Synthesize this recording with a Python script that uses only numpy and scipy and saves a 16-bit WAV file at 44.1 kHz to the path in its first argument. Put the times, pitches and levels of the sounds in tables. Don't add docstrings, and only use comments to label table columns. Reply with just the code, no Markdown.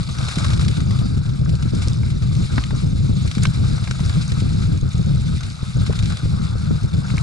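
import sys
import numpy as np
from scipy import signal
from scipy.fft import rfft, irfft
from scipy.io import wavfile
from scipy.ndimage import uniform_filter1d, minimum_filter1d, map_coordinates

SR = 44100
rng = np.random.default_rng(int(sys.argv[2]) if len(sys.argv) > 2 else 0)


def dump_mix(stems):
    frames = np.atleast_2d(stems).T
    limited = np.clip(frames, -1, 1)
    pcm = np.round(limited * 32767).astype(np.int16)
    wavfile.write(sys.argv[1], SR, pcm)


N = 318402
TIME = np.arange(N) / SR

# (time [s], rumble level [dB])
AIRFLOW = [(0, -19), (.22, -23), (.33, -29.5), (.46, -15.5), (1.05, -18), (1.3, -19), (2.1, -19),
           (3.1, -17.5), (3.6, -17.5), (4.1, -18.5), (4.5, -17), (5.1, -16.5), (5.35, -20), (5.45, -22),
           (5.59, -35), (5.68, -22.5), (5.79, -15), (6.05, -21.5), (6.4, -17.5), (7.22, -17.5)]
# (middle [s], length [s], depth [dB])
WIND_LULLS = [(0.058, 0.066, 10), (0.145, 0.047, 8.5), (.749, 0.043, 11), (0.853, 0.016, 7),
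              (1.085, 0.029, 4), (1.243, 0.035, 11), (1.375, 0.032, 12), (1.583, 0.025, 13),
              (1.703, 0.046, 10), (1.845, 0.012, 9), (2.08, 0.031, -0.5), (2.208, 0.014, 9),
              (2.486, 0.049, 9), (2.654, 0.084, 9), (2.804, 0.05, 7.5), (3.079, 0.018, 6),
              (3.203, 0.038, 7), (3.334, 0.085, 12), (3.53, 0.034, 9), (3.8, 0.055, 7), (3.856, 0.019, 19),
              (3.96, 0.11, 8), (4.048, 0.013, 1), (4.124, 0.012, 18), (4.267, 0.13, 9), (4.36, 0.024, 7),
              (4.8, 0.057, 10), (4.915, 0.075, 15.5), (4.968, 0.011, 5.5), (5.04, 0.025, 13),
              (5.412, 0.05, 8), (5.653, 0.027, 11), (5.732, 0.028, 17), (5.745, 0.022, 2),
              (5.866, 0.038, 10), (5.94, 0.016, 17), (6.174, 0.036, 18), (6.212, 0.03, 15),
              (6.365, 0.01, 4), (6.475, 0.098, 2), (6.587, 0.21, 6), (6.801, 0.045, 12), (6.899, 0.057, 14),
              (6.989, 0.011, -3), (7.06, 0.12, 6.5), (7.201, 0.016, 5)]
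# (frequency [Hz], left level [dB], right level [dB], left lead [rad], likeness of the ports [0-1])
WIND_COLOUR = [(12, -24, -20, .2, .75), (25, -17, -15, .5, .93), (45, -10.5, -10.5, .7, .97),
               (70, -3.5, -4.5, .8, .99), (125, 0, -3, 1.0, .99), (160, -2.5, -5.5, 1.2, .985),
               (200, -9.5, -11.5, 1.4, .96), (260, -17.5, -18.5, 2.1, .9), (350, -23.5, -21.5, 2.8, .92),
               (550, -30.5, -30.5, 3.0, .85), (900, -48, -48, 3.1, .7), (3000, -80, -80, 3.1, .3)]
# (time [s], leaf crackle level [dB], hollow tread roll level [dB])
GROUND = [(0, -39.5, -48.5), (.14, -38.5, -44), (.33, -33.5, -38.5), (.47, -35, -39), (.64, -38.5, -44.5),
          (1.42, -47, -51), (1.86, -40, -46.5), (2.02, -44, -50.5), (2.3, -43, -52.5), (2.56, -38.5, -44.5),
          (2.95, -43.5, -51.5), (3.38, -39, -48.5), (3.58, -40, -46), (4.1, -38.5, -45.5),
          (4.8, -43, -49.5), (5.08, -42, -50.5), (5.25, -42.5, -49.5), (5.58, -42, -49), (5.78, -40.5, -46),
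          (6.04, -39.5, -47), (6.5, -42.5, -45.5), (6.88, -44, -48.5), (7.22, -40, -42.5)]
# (frequency [Hz], left level [dB], right level [dB], left lead [rad], likeness of the ports [0-1])
GROUND_COLOUR = [(150, -14, -14, .5, .5), (600, -8.5, -9.5, 2., .3), (1020, -8.5, -11, 2., .18),
                 (1260, 2, -6, .8, .4), (1550, -1, -8.5, 1.7, .6), (1780, -8.5, -12.5, 3.3, .57),
                 (2250, -5.5, -9.5, 2.1, .2), (3150, -12.5, -10.5, 2.6, .35), (3650, -5, -2.5, 1.8, .8),
                 (4250, -9.5, -9.5, .6, .77), (5200, -9.5, -10.5, .2, .8), (5900, -14.5, -16.5, .2, .76),
                 (7000, -13.5, -15.5, .5, .55), (10800, -24.5, -26.5, -.3, .48)]
# (time [s], peak level [dB], decay [ms], hollow body level [dB])
CRUNCHES = [(0.184, -22, 5.3, -3), (.212, -27, 4, -17), (0.249, -28, 4.1, -6), (0.284, -19, 6.7, 0),
            (.312, -28, 7.1, 3), (.356, -20, 5, -11), (.383, -20, 6.7, -4), (.417, -26, 9, -9),
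            (0.4436, -19.5, 7.2, 1), (.463, -25, 3.9, -13), (.482, -29, 4, -8), (.502, -22, 10, 0.5),
            (0.532, -22.5, 7.3, -1), (0.573, -25.5, 5.7, -5), (.594, -22.5, 4, 1), (0.611, -23.5, 7, -22),
            (.647, -22.5, 3.3, -13), (0.681, -19, 5.6, -13), (.711, -26, 5, -8), (.766, -27, 5.7, 1),
            (.803, -23, 4.5, -4), (.907, -26.5, 7.2, -1), (.988, -26, 6.5, -9), (1.29, -33.5, 10, 0),
            (1.492, -28, 6.9, -19), (1.624, -24, 6.6, -3), (1.8182, -24.5, 21, -4), (2.1, -31, 20, -7),
            (2.221, -30, 21, -5), (2.35, -27.5, 4.5, -10), (2.439, -31, 9.2, -10), (2.707, -29, 5, -3),
            (3.275, -23.5, 6, -13), (3.313, -22.5, 4, -10), (3.35, -25.5, 6.7, -7),
            (3.381, -24.5, 4.4, 1.5), (3.429, -24, 10, -8), (3.779, -34, 3.4, 7), (3.838, -29, 15, -1),
            (3.91, -20, 4.1, 1.5), (4.002, -26.5, 5.6, -12), (4.094, -24, 4.5, -6), (4.209, -29, 3.3, -3),
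            (4.318, -21, 4, -14), (4.401, -23.5, 6.9, -10), (4.49, -32, 15, -16), (4.618, -31.5, 42, -3),
            (5.407, -26.5, 4, -2), (5.431, -25, 7, -7), (5.8624, -26, 16, -2), (5.926, -25, 2.8, -6),
            (5.954, -30, 5.9, -12), (5.989, -22.5, 6, -8), (6.025, -24, 3.5, -12), (6.057, -24, 4, -13),
            (6.098, -26, 14, 0), (6.121, -27.5, 6.9, 2.5), (6.17, -23, 3.8, -8), (7.08, -32, 31, -21),
            (7.187, -29, 5.6, -3)]
# (time [s], push peak level [dB], thud peak level [dB])
BUFFETS = [(0.371, -6.5, -12), (.493, -18, -40), (1.014, -8.5, -20), (1.172, -12, -32), (1.414, -8.5, -20),
           (1.532, -4, -20), (1.654, -15, -34), (1.734, -14, -27), (1.871, -7, -17), (2.158, -17, -21),
           (2.578, -11, -22), (2.728, -11.5, -15.5), (2.859, -10, -28), (3.004, -9, -26), (3.092, -11, -26),
           (3.371, -8, -29), (3.475, 12.5, -28), (4.007, 2, -47), (4.173, 2.5, -26), (4.319, -7, -20),
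           (4.42, -12, -16), (4.827, -8, -37), (4.946, -4, -30), (5.069, -13, -22), (5.629, -9, -20),
           (5.769, -11, -19), (5.896, -6, -10.5), (6.032, -2, -27), (6.232, -11.5, -28), (6.255, -4, -16.5),
           (6.555, -8, -18), (6.708, -3, -25), (6.838, -2.5, -27), (6.939, -13, -23), (7.139, -8.5, -20)]
# (time [s], level of the first 4 ms [dB], centre [Hz],
# selectivity [per octave squared], contact length [ms], crack level over ring [dB])
FRAME_KNOCKS = [(.375, -48, 750, 2, 2, 0), (0.449, -27, 1300, 4.7, 3.8, -5), (1.46, -36, 1330, 16, 2, -8),
                (2.033, -37, 2100, 0.66, 2, -13), (2.5798, -22, 1230, 2.3, 3.2, 0.5),
                (2.638, -29, 2660, 2.3, 0.9, 7), (2.7078, -33, 1150, 7.2, 1.7, -1),
                (3.438, -33, 1650, 2.7, 2.5, 0), (3.4532, -19, 1900, 1.1, 1.9, -2),
                (3.875, -30, 1800, 0.42, 1.7, -3), (3.911, -37.5, 1500, 4.4, 2, -4),
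                (3.994, -36, 796, 2.7, 2.5, 2), (4.098, -36, 1000, 1.8, 3, 5), (4.32, -42, 850, 1.4, 2, -2),
                (4.367, -40, 1150, 7, 2.2, -3), (5.905, -37.5, 780, 2.5, 5.8, 8),
                (5.932, -35, 1000, 1, 2.5, 15), (7.102, -33, 1760, 1.8, 2, 6),
                (7.175, -34, 1330, 5, 3.3, -2), (7.1801, -25, 2350, 16, 1.8, -6)]
# (frequency [Hz], level [dB], time to fade by 60 dB [s])
FRAME_MODES = [(595, -1, .011), (790, -3, 0.011), (1040, 12.5, 0.014), (1265, 11, 0.014), (1543, 6, 0.041),
               (1770, -6, .0099), (2180, 12.5, .018), (2460, 5.5, .018), (2820, -2, .016), (3700, 0, 0.018),
               (5100, -12, .01)]
# (time [s], peak level [dB], centre [Hz])
TICKS = [(1.495, -36, 4730), (1.553, -25.5, 4370), (1.7494, -25, 6000), (1.7558, -28, 4880),
         (1.8743, -22, 4450), (1.883, -17, 5400), (1.932, -23, 4850), (1.971, -31, 4900),
         (2.5586, -25, 4560), (2.5775, -29, 4960), (2.5818, -22, 3670), (2.616, -31, 4300),
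         (3.4235, -22, 4060), (3.4333, -22, 9900), (3.4338, -13.5, 6900), (3.453, -25, 6200),
         (3.454, -24, 4300), (3.469, -21, 4100), (3.826, -30, 5030), (3.909, -22, 5530),
         (4.0603, -23, 5400), (4.279, -24, 6350), (5.501, -26, 4700), (5.6356, -41, 5300),
         (6.033, -23, 4560), (7.1686, -26, 6000), (7.1797, -33, 8600), (7.181, -26, 4070)]
# (time [s], ring peak level [dB])
CHAIN_TAPS = [(4.533, -39), (4.615, -40), (4.666, -44), (4.775, -37), (4.812, -34), (4.8906, -37),
              (4.933, -34), (4.980, -32), (5.028, -37), (5.061, -35)]

SOIL_DB, SOIL_GROWTH = -52, 1
BRAKE_ON_S, BRAKE_OFF_S, BRAKE_FADE_S, BRAKE_HZ, BRAKE_DB = 0.78, 1.2, 0.12, 4740, -47.5
TOP_HZ = 11150


def undb(db):
    return 10 ** (np.asarray(db) / 20)


def unit(x):
    return x / np.sqrt(np.mean(x ** 2))


def curves(table):
    times, *columns = np.transpose(table)
    return [np.interp(TIME, times, column) for column in columns]


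def band(x, lo_hz, hi_hz, order=2):
    sos = signal.butter(order, [lo_hz, min(hi_hz, .45 * SR)], "band", fs=SR, output="sos")
    return signal.sosfilt(sos, x)


def below(x, hz):
    return signal.sosfiltfilt(signal.butter(5, hz, fs=SR, output="sos"), x)


def walk(rate):
    step = max(int(SR / rate), 1)
    held = rng.standard_normal(N)[np.arange(N) // step]
    return unit(uniform_filter1d(held, step))


def burst(t, decay_s, rise_s=0.00042):
    shape = (1 - np.exp(-t / rise_s)) * np.exp(-t / decay_s)
    return shape / shape.max()


def add(out, s, sound):
    start = max(int(s * SR), 0)
    out[..., start:start + sound.shape[-1]] += sound[..., :N - start]


def ports(shared, own, table):
    table_hz, *columns = np.transpose(table)
    hz = np.arange(N // 2 + 1) * SR / N + 1
    left_db, right_db, lead, likeness = (np.interp(np.log(hz), np.log(table_hz), c) for c in columns)
    likeness = np.clip(likeness, 0, 1)
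    left, unrelated = rfft(shared), rfft(own)
    right = likeness * left * np.exp(-1j * lead) + np.sqrt(1 - likeness ** 2) * unrelated
    return irfft(np.array([left * undb(left_db), right * undb(right_db)]), N)


def mid_level(pair, lo_hz, hi_hz):
    return pair / np.std(band(pair.mean(0), lo_hz, hi_hz, order=4))


def airflow_db(ragged_db=1.24):
    steady_db, = curves(AIRFLOW)
    shelter_db = sum(depth * np.exp(-(2 * (TIME - s) / length) ** 2) for s, length, depth in WIND_LULLS)
    return steady_db - shelter_db + ragged_db * walk(28)


def wind(steadiness=0.6, rumble_db=1, flutter_db=-1.5, flutter_growth=0.94,
         split_hz=170, lift_db=-2.0, lift_growth=0.029):
    air_db = airflow_db()
    air = ports(*rng.standard_normal((2, N)), WIND_COLOUR)
    deep = below(air, split_hz)
    air = deep + (air - deep) * undb(lift_db + lift_growth * (air_db - air_db.mean()))
    air = air / np.std(air.mean(0))
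    eddies = np.sqrt(uniform_filter1d(air.mean(0) ** 2, int(0.0442 * SR)) + 0.024)
    air = air / eddies ** steadiness * undb(air_db)
    rumble = below(air, 420)
    force = unit(np.abs(signal.hilbert(rumble[0])) ** flutter_growth)
    flutter = force * (air - rumble)
    return undb(rumble_db) * rumble + undb(flutter_db) * flutter


def grains(rate, spread_db):
    size = undb(spread_db * np.minimum(rng.exponential(size=(2, N)), 4.5))
    breaks = rng.random((2, N)) < rate / SR
    return unit(breaks * size * rng.standard_normal((2, N)))


def clumps(rate, decay_s, spread_db):
    size = undb(spread_db * np.minimum(rng.exponential(size=N), 3))
    starts = (rng.random(N) < rate / SR) * size
    fade = np.exp(-np.arange(4000) / SR / decay_s)
    return unit(signal.fftconvolve(starts, fade)[:N])


def waver(x, share, rate):
    place = np.arange(N) + np.cumsum(share * walk(rate))
    return np.array([map_coordinates(side, [place], order=3, mode="mirror") for side in x])


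def tyres(leaf_db=-2.5, tread_db=0, clump_db=1.0, bunch_db=-8.0, rustle_db=-6,
          flicker_db=1.0, tread_flicker_db=1.55):
    leaves_db, roll_db = curves(GROUND)
    crumble_db = SOIL_DB + SOIL_GROWTH * (leaves_db - leaves_db.mean())
    bunches = clumps(rate=90, decay_s=0.011, spread_db=-4.5)
    load = unit(undb(clump_db * walk(30)) * (1 + undb(bunch_db) * bunches))
    rustle = undb(rustle_db) * rng.standard_normal((2, N))
    crush = (grains(rate=5000, spread_db=1.5) + rustle) * load
    sound = ports(*crush, GROUND_COLOUR)
    tread, low, most = (below(sound, hz) for hz in (1720, 3200, 6200))
    layers = (low - tread, most - low, sound - most)
    soil, leaves, chips = (part * undb(flicker_db * walk(90)) for part in layers)
    tread = waver(tread, share=.03, rate=9) * undb(tread_flicker_db * walk(55))
    leaves = waver(leaves, share=.018, rate=14)
    leaves = mid_level(leaves + chips, 3300, 11000) * undb(leaves_db + leaf_db)
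    soil = mid_level(soil, 1750, 3100) * undb(crumble_db)
    tread = mid_level(tread, 1100, 1650) * undb(roll_db + tread_db)
    return leaves + soil + tread


def jingle(ping_db=-3, spread_db=3.5, decay_s=0.0027, count=640):
    out, t = np.zeros((2, N)), np.arange(700) / SR
    rough_db, _ = curves(GROUND)
    for when, size, pitch, side in rng.random((count, 4)):
        hz = 3500 * 2 ** pitch
        db = rough_db[int(when * N)] + ping_db - 4 * pitch + spread_db * min(-np.log(1 - size), 3)
        ping = undb(db) * burst(t, decay_s, rise_s=0.00046) * np.sin(2 * np.pi * hz * t)
        balance = np.array([[.5 + side], [1.5 - side]])
        add(out, when * N / SR, ping * balance)
    return out


def pebbles(clack_db=3, spread_db=2.5, decay_s=0.0016, low_hz=560, octaves=1.69, count=260):
    out, t = np.zeros((2, N)), np.arange(900) / SR
    _, roll_db = curves(GROUND)
    for when, size, pitch, turn in rng.random((count, 4)):
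        db = roll_db[int(when * N)] + clack_db + spread_db * min(-np.log(1 - size), 3)
        hz = low_hz * 2 ** (octaves * pitch)
        phase = 2 * np.pi * (hz * t + np.array([[0], [turn]]))
        add(out, when * N / SR, undb(db) * burst(t, decay_s) * np.sin(phase))
    return out


def crunches(crunch_db=-8.5, rise_s=0.00083):
    force, hollow, t = np.zeros(N), np.zeros(N), np.arange(2500) / SR
    for s, db, decay_ms, body_db in CRUNCHES:
        collapse = undb(db + crunch_db) * burst(t, decay_ms / 1000, rise_s)
        add(force, s, collapse)
        add(hollow, s, collapse * undb(body_db))
    splinters = ports(*grains(rate=9000, spread_db=1.3), GROUND_COLOUR)
    splinters = mid_level(splinters, 1500, 8000)
    body = below(splinters, 1700)
    return force * (splinters - body) + hollow * body


def buffets(push_db=0, rise_s=0.0021, swing_hz=135, lag_s=0.0011, right_db=-2):
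    out, t = np.zeros((2, N)), np.arange(2000) / SR
    chances = rng.standard_normal((len(BUFFETS), 3))
    for (s, db, _), (pitch, sign, delay) in zip(BUFFETS, chances):
        swing = np.sin(2 * np.pi * swing_hz * np.exp(0.27 * pitch) * t)
        push = (1 - np.exp(-t / rise_s)) * np.exp(-t / 0.0045) * swing
        push = push / np.abs(push).max() * undb(db + push_db) * np.sign(sign)
        add(out[0], s, push)
        add(out[1], s + lag_s * np.exp(0.52 * delay), push * undb(right_db))
    return out


def thuds(thud_db=-4.5, wake_db=-9, wake_s=0.0082, width_s=0.00041, lag_s=0.00064, right_db=-4,
          low_hz=180, high_hz=540):
    out, t = np.zeros((2, N)), np.arange(2500) / SR
    lead_s, dull_hz = .002, 820
    for s, _, db in BUFFETS:
        distance = np.abs(t - lead_s - np.array([[0], [lag_s]]))
        cusp = np.exp(-distance / width_s) * np.array([[1], [-1]])
        mid, side = rng.standard_normal((2, len(t)))
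        torn = unit(below(0.64 * mid + np.array([side, -side]), dull_hz))
        wake = undb(wake_db) * torn * burst(t, wake_s, rise_s=0.0029)
        thud = below(band(cusp + wake, low_hz, high_hz), dull_hz)
        thud = thud / np.abs(thud).max() * undb(db + thud_db)
        add(out, s - lead_s, thud * undb([[0], [right_db]]))
    return out


def knocks(knock_db=0, bump_db=-1, bump_s=0.0041, right_db=-1.5, spread=1.0, rise_s=0.00016,
           crack_octaves=1.1, detune=.03, rebound_s=0.0024, rebound_db=-4, ring_db=-1):
    out, t = np.zeros((2, N)), np.arange(3000) / SR
    for s, db, hz, focus, contact_ms, crack_db in FRAME_KNOCKS:
        mid, side = rng.standard_normal((2, len(t)))
        grit = mid + spread * np.array([side, -side])
        contact_s = contact_ms / 1000
        shifts = 1 + detune * rng.uniform(-0.88, 1, len(FRAME_MODES))
        turns = rng.random(len(FRAME_MODES))
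        ring = np.zeros((2, len(t)))
        for (mode_hz, mode_db, t60), shift, turn in zip(FRAME_MODES, shifts, turns):
            response = np.exp(-focus * np.log2(mode_hz / hz) ** 2)
            cycles = mode_hz * shift * t + rng.random((2, 1)) / 4 + turn
            ring += undb(mode_db - 60 * t / t60) * response * np.sin(2 * np.pi * cycles)
        ring *= 1 - np.exp(-t / rise_s)
        reach = 2 ** (crack_octaves / np.sqrt(max(focus, 1 / 4)))
        rebound = undb(rebound_db) * burst(np.maximum(t - rebound_s, 0), contact_s, rise_s)
        contact = burst(t, contact_s / 2, rise_s) + rebound
        crack = band(grit * contact, hz / reach, hz * reach)
        bump = undb(bump_db) / (1 + focus) * unit(band(grit * np.exp(-t / bump_s), 320, 1500))
        knock = undb(ring_db) * unit(ring) + undb(crack_db) * unit(crack) + bump
        knock = knock * undb([[0], [right_db]])
        strength = np.std(knock.mean(0)[t < .004])
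        add(out, s, knock / strength * undb(db + knock_db))
    return out


def brake(half_width_hz=300):
    squeeze = np.clip(np.minimum(TIME - BRAKE_ON_S, BRAKE_OFF_S - TIME) / BRAKE_FADE_S, 0, 1)
    hiss = below(rng.standard_normal(N), half_width_hz) * np.sin(2 * np.pi * BRAKE_HZ * TIME)
    judder_db = 5 * np.tanh(walk(45))
    return unit(hiss) * squeeze * undb(BRAKE_DB + judder_db)


def ticks(tick_db=-1, decay_s=0.0017, body_db=-12, spread=0.38, width=1.37, ping_db=-1):
    out, t = np.zeros((2, N)), np.arange(1500) / SR
    reach = max(width, 1.05)
    for s, db, hz in TICKS:
        mid, side = rng.standard_normal((2, len(t))) * burst(t, decay_s)
        contact = mid + spread * np.array([side, -side])
        snap = band(contact, hz / reach, hz * reach) + undb(body_db) * band(contact, 2500, 5900)
        ping = unit(burst(t, decay_s) * np.sin(2 * np.pi * hz * t))
        tick = unit(snap) + undb(ping_db) * ping
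        add(out, s, tick / np.abs(tick.mean(0)).max() * undb(db + tick_db))
    return out


def taps(ring_hz=6480, decay_s=0.0013, click_db=-5):
    out, t = np.zeros((2, N)), np.arange(1000) / SR
    for s, db in CHAIN_TAPS:
        click = undb(click_db) * unit(band(rng.standard_normal((2, len(t))), 3600, 7600))
        ring = np.sin(2 * np.pi * ring_hz * t)
        add(out, s, undb(db) * burst(t, decay_s) * (ring + click))
    return out


def limited(air, ceiling, hold_s=0.003):
    size = max(int(hold_s * SR), 8)
    room = np.minimum(1, ceiling / (np.abs(air).max(0) + 1e-9))
    return air * uniform_filter1d(minimum_filter1d(room, size), size)


def scene(ceiling=0.47, overload=0.42, right_db=-1):
    air = limited(wind() + buffets(), ceiling)
    limit = overload * undb([[0], [right_db]])
    air = air / (1 + (air / limit) ** 8) ** (1 / 8)
    ground = tyres() + jingle() + pebbles() + crunches()
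    bike = knocks() + brake() + ticks() + taps()
    return air + thuds() + ground + bike


def record(dry):
    return signal.sosfilt(signal.ellip(12, .2, 80, TOP_HZ, fs=SR, output="sos"), dry)


dry = scene()
out = record(dry)
dump_mix(out)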